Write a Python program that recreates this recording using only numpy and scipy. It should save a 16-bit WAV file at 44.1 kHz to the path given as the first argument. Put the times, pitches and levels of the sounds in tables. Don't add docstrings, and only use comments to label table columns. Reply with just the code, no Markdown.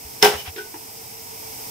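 import sys
import numpy as np
from scipy import signal
from scipy.fft import rfft, irfft
from scipy.io import wavfile

SR = 44100
rng = np.random.default_rng(int(sys.argv[2]) if len(sys.argv) > 2 else 0)


def inscribe(sig):
    pcm = np.round(np.clip(np.atleast_2d(sig).T, -1, 1) * 32767)
    wavfile.write(sys.argv[1], SR, pcm.astype(np.int16))


N = 74970

# frequency in Hz, relative density in dB, left-right likeness (held within +-0.98).
HISS_SPECTRUM = [(25, -9, 0.38), (60, -7.5, 0.65), (103, 4, 0.82), (167, -3, .75), (302, -2.5, 1),
                 (410, -6.5, 0.32), (605, -4, -1.55), (740, 0, 0.32), (967, 3, 1), (1110, -8, 0.33),
                 (1680, -12, 0.46), (2210, -5, 0.55), (2910, -10, 0.9), (4170, -9, 0.19), (4350, -12, -1.1),
                 (5130, 0, 0.25), (7230, -8.5, -0.32), (8170, -3, -0.17), (10570, -8, 0.24),
                 (12860, -2, -0.37), (16700, -5, -0.13)]
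# time in seconds, level in dB.
HISS_DRIFT = [(0, -37), (0.2, -36), (0.3, -35), (0.52, -38), (0.85, -37), (1.25, -36), (1.5, -34),
              (1.7, -32.5)]
# start in seconds, level in dB, pitch in Hz.
TABLE_BUMPS = [(0.047, -30, 65.4), (0.234, -29.5, 82), (0.344, -24.5, 79), (0.477, -23.5, 80)]
# middle in seconds, level in dB, half length in seconds,
# centre in Hz, width in octaves.
RIM_SCUFFS = [(0.235, -23.5, 0.011, 4550, 3.9), (0.339, -28.5, 0.02, 910, 2),
              (0.394, -36, 0.026, 4830, 1.43), (0.476, -34, .015, 2350, 0.98)]
# middle in seconds, level in dB, half length in seconds,
# pitch in Hz, half width in Hz.
RIM_SQUEAK = (0.403, -36, .022, 2990, 50)
# start in seconds, level in dB, centre of the answering modes in Hz,
# their spread in octaves, t60 under the hand in seconds.
RIM_ROCK = (0.4725, -25, 770, .25, .08)
# start in seconds, ring in dB, fingertip cut-off in Hz, clatter in dB.
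FINGER_TAPS = [(0.5606, -31.5, 605, -36.5), (0.5809, -27.5, 3500, -38.5)]
# start in seconds, level in dB, pitch factor.
PRESS_KNOCKS = [(0.7404, -30.5, 0.99), (0.7534, -33.5, .93)]
# base frequency in Hz, t60 in seconds, relative level in dB.
PRESSED_MODES = [(306, 0.041, -18), (341, 0.094, 1), (438, 0.16, -17), (895, .06, 1.5), (957, 0.085, 0.5)]
# frequency in Hz, t60 in seconds, relative level in dB
PLATE_MODES = [(205, .2, -21, -40), (363, .28, -12, -6), (416.5, .23, 2, 3), (514, .27, -10, -22),
               (753, .25, -6, -22), (787, .27, -9, -22), (833, .28, -13, -21), (938, .2, -5, -14),
               (1115, .18, -12, -28), (1407, .18, -11, -15), (1495, .22, -16, 1), (1562, .17, -5, -4),
               (2033, .2, -13, -24), (2299, .2, -15, -24), (2680, .2, -16, -26), (2973, .2, -12, -28),
               (3039, .18, -12, -28), (3375, .2, -17, -30), (3579, .2, -16, -28), (4811, .22, -19, -34),
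               (5231, .2, -13, -34), (5277, .2, -12, -34), (5398, .2, -16, -34)]
# frequency in Hz, relative density in dB,
# t60 in seconds.
CLATTER_BANDS = [(60, -26, 0.5), (129, -8.5, 0.65), (200, -8, 0.4), (306, -11, .3), (590, -6, 0.47),
                 (770, 4, 0.21), (1150, -2, 0.27), (2120, -2.5, 0.22), (3320, -3, 0.29), (4530, -11, 0.26),
                 (5200, -4, .3), (7300, -16.5, 0.36), (15000, -11, 0.18)]
# frequency in Hz, t60 in seconds, level in dB.
PING_AND_SPARKLE = [(5275, .04, -3), (5160, .03, -10), (5480, .025, -8), (3620, .04, -13),
                    (13400, .03, -17)]
# start in seconds, then ring, clatter and snap levels in dB.
CONTACTS = [(0.2256, -9.5, -10.5, -2.5), (0.2448, -16.5, -11.5, -13.5)]

HUM_HZ, HUM_WIDTH_HZ, HUM_DB = 447.3, 18.4, -14
HISS_LAG_S, HISS_PAN_DB = .00037, -1.3
RING_RISE_S, CLATTER_RISE_S, HARD_RISE_S = .003, .00033, .0002


def undb(db):
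    return 10 ** (np.asarray(db) / 20)


def since(start):
    return np.maximum(np.arange(N) / SR - start, 0)


def freqs():
    return np.maximum(np.fft.rfftfreq(N, 1 / SR), 1)


def along(table, hz, column=1):
    rows = np.array(table, float)
    return np.interp(np.log(hz), np.log(rows[:, 0]), rows[:, column])


def noise(gain, likeness):
    likeness = np.clip(likeness, -.98, .98)
    mid, side = rfft(rng.standard_normal((2, N))) * gain
    mid, side = mid * np.sqrt(1 + likeness), side * np.sqrt(1 - likeness)
    pair = irfft(np.array([mid + side, mid - side]), N)
    return pair / pair.std()


def resonance(hz, width):
    return 1 / (1 + ((freqs() - hz) / width) ** 2)


def hump(hz, octaves):
    return np.exp(-.5 * (np.log2(freqs() / hz) / octaves) ** 2)


def strike(start, rise, t60):
    t = since(start)
    return (1 - np.exp(-t / rise)) * np.exp(-np.log(1000) * t / t60)


def swell(middle, half):
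    return np.exp(-.5 * ((since(0) - middle) / half) ** 2)


def ring(start, modes, rise=RING_RISE_S):
    t, out = since(start), 0
    for k, (hz, t60, db) in enumerate(modes):
        skew = (-1) ** k * .7 * min(hz / 900, 1) ** 2 * min(1500 / hz, 1)
        phase = 2 * np.pi * hz * t + np.array([[skew], [-skew]])
        out += undb(db) * strike(start, rise, t60) * np.sin(phase)
    return out


def clatter(start, colour=1):
    f, out = freqs(), 0
    likeness = .21 + .79 / (1 + (f / 450) ** 4)
    spectrum = rfft(noise(undb(along(CLATTER_BANDS, f)) * colour, likeness))
    for hz in np.geomspace(32, 16384, 10):
        octave = irfft(spectrum * np.maximum(1 - abs(np.log2(f / hz)), 0), N)
        out += octave * strike(start, CLATTER_RISE_S, along(CLATTER_BANDS, hz, column=2))
    return out


def room_tone():
    f = freqs()
    hiss = noise(undb(along(HISS_SPECTRUM, f)), likeness=along(HISS_SPECTRUM, f, column=2))
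    hum = undb(HUM_DB) * noise(resonance(HUM_HZ, HUM_WIDTH_HZ), likeness=.2)
    left, right = hiss + hum
    left = np.roll(left, int(HISS_LAG_S * SR))
    air = np.array([left * undb(HISS_PAN_DB / 2), right * undb(-HISS_PAN_DB / 2)])
    times, levels = np.transpose(HISS_DRIFT)
    return air * undb(np.interp(since(0), times, levels))


def table_bumps():
    return sum(undb(db) * strike(start, rise=.0077, t60=.11) * np.sin(2 * np.pi * hz * since(start))
               for start, db, hz in TABLE_BUMPS)


def sliding():
    out, body = 0, undb(along(CLATTER_BANDS, freqs()))
    for middle, db, half, hz, octaves in RIM_SCUFFS:
        out += undb(db) * swell(middle, half) * noise(body * hump(hz, octaves), likeness=.19)
    middle, db, half, hz, width = RIM_SQUEAK
    return out + undb(db) * swell(middle, half) * noise(resonance(hz, width), likeness=.17)


def rocking():
    start, db, centre_hz, octaves, t60 = RIM_ROCK
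    modes = [(hz, t60, rim_db - 20 * np.log10(1 + (np.log2(hz / centre_hz) / octaves) ** 2))
             for hz, _, rim_db, _ in PLATE_MODES]
    return undb(db) * ring(start, modes)


def tapping():
    out = 0
    for start, ring_db, soft_hz, clatter_db in FINGER_TAPS:
        modes = [(hz, t60, dome_db - 10 * np.log10(1 + (hz / soft_hz) ** 4))
                 for hz, t60, _, dome_db in PLATE_MODES]
        out += undb(ring_db) * ring(start, modes)
        out += undb(clatter_db) * clatter(start, hump(2900, octaves=1))
    return out


def pressing():
    out = 0
    for start, db, pitch in PRESS_KNOCKS:
        modes = [(hz * pitch, t60, mode_db) for hz, t60, mode_db in PRESSED_MODES]
        touch = clatter(start, hump(1830, octaves=.64)) * strike(start, rise=.0005, t60=.16)
        out += undb(db) * (ring(start, modes) + undb(-11) * touch)
    return out


def landing():
    out = ring(CONTACTS[0][0], PING_AND_SPARKLE, HARD_RISE_S)
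    rim_modes = [mode[:3] for mode in PLATE_MODES]
    for start, ring_db, clatter_db, snap_db in CONTACTS:
        snap = noise(hump(3240, octaves=1.02), likeness=.23) * strike(start, HARD_RISE_S, t60=.017)
        out += undb(snap_db) * snap
        out += undb(ring_db) * ring(start, rim_modes)
        out += undb(clatter_db) * clatter(start)
    return signal.sosfilt(signal.butter(3, 160, "high", fs=SR, output="sos"), out)


def scene():
    return landing() + tapping() + pressing() + sliding() + rocking() + table_bumps() + room_tone()


def record(dry):
    flattened = dry / (1 + dry ** 6) ** (1 / 6)
    return signal.sosfilt(signal.ellip(10, .2, 70, 15600, fs=SR, output="sos"), flattened)


dry = scene()
out = record(dry)
inscribe(out)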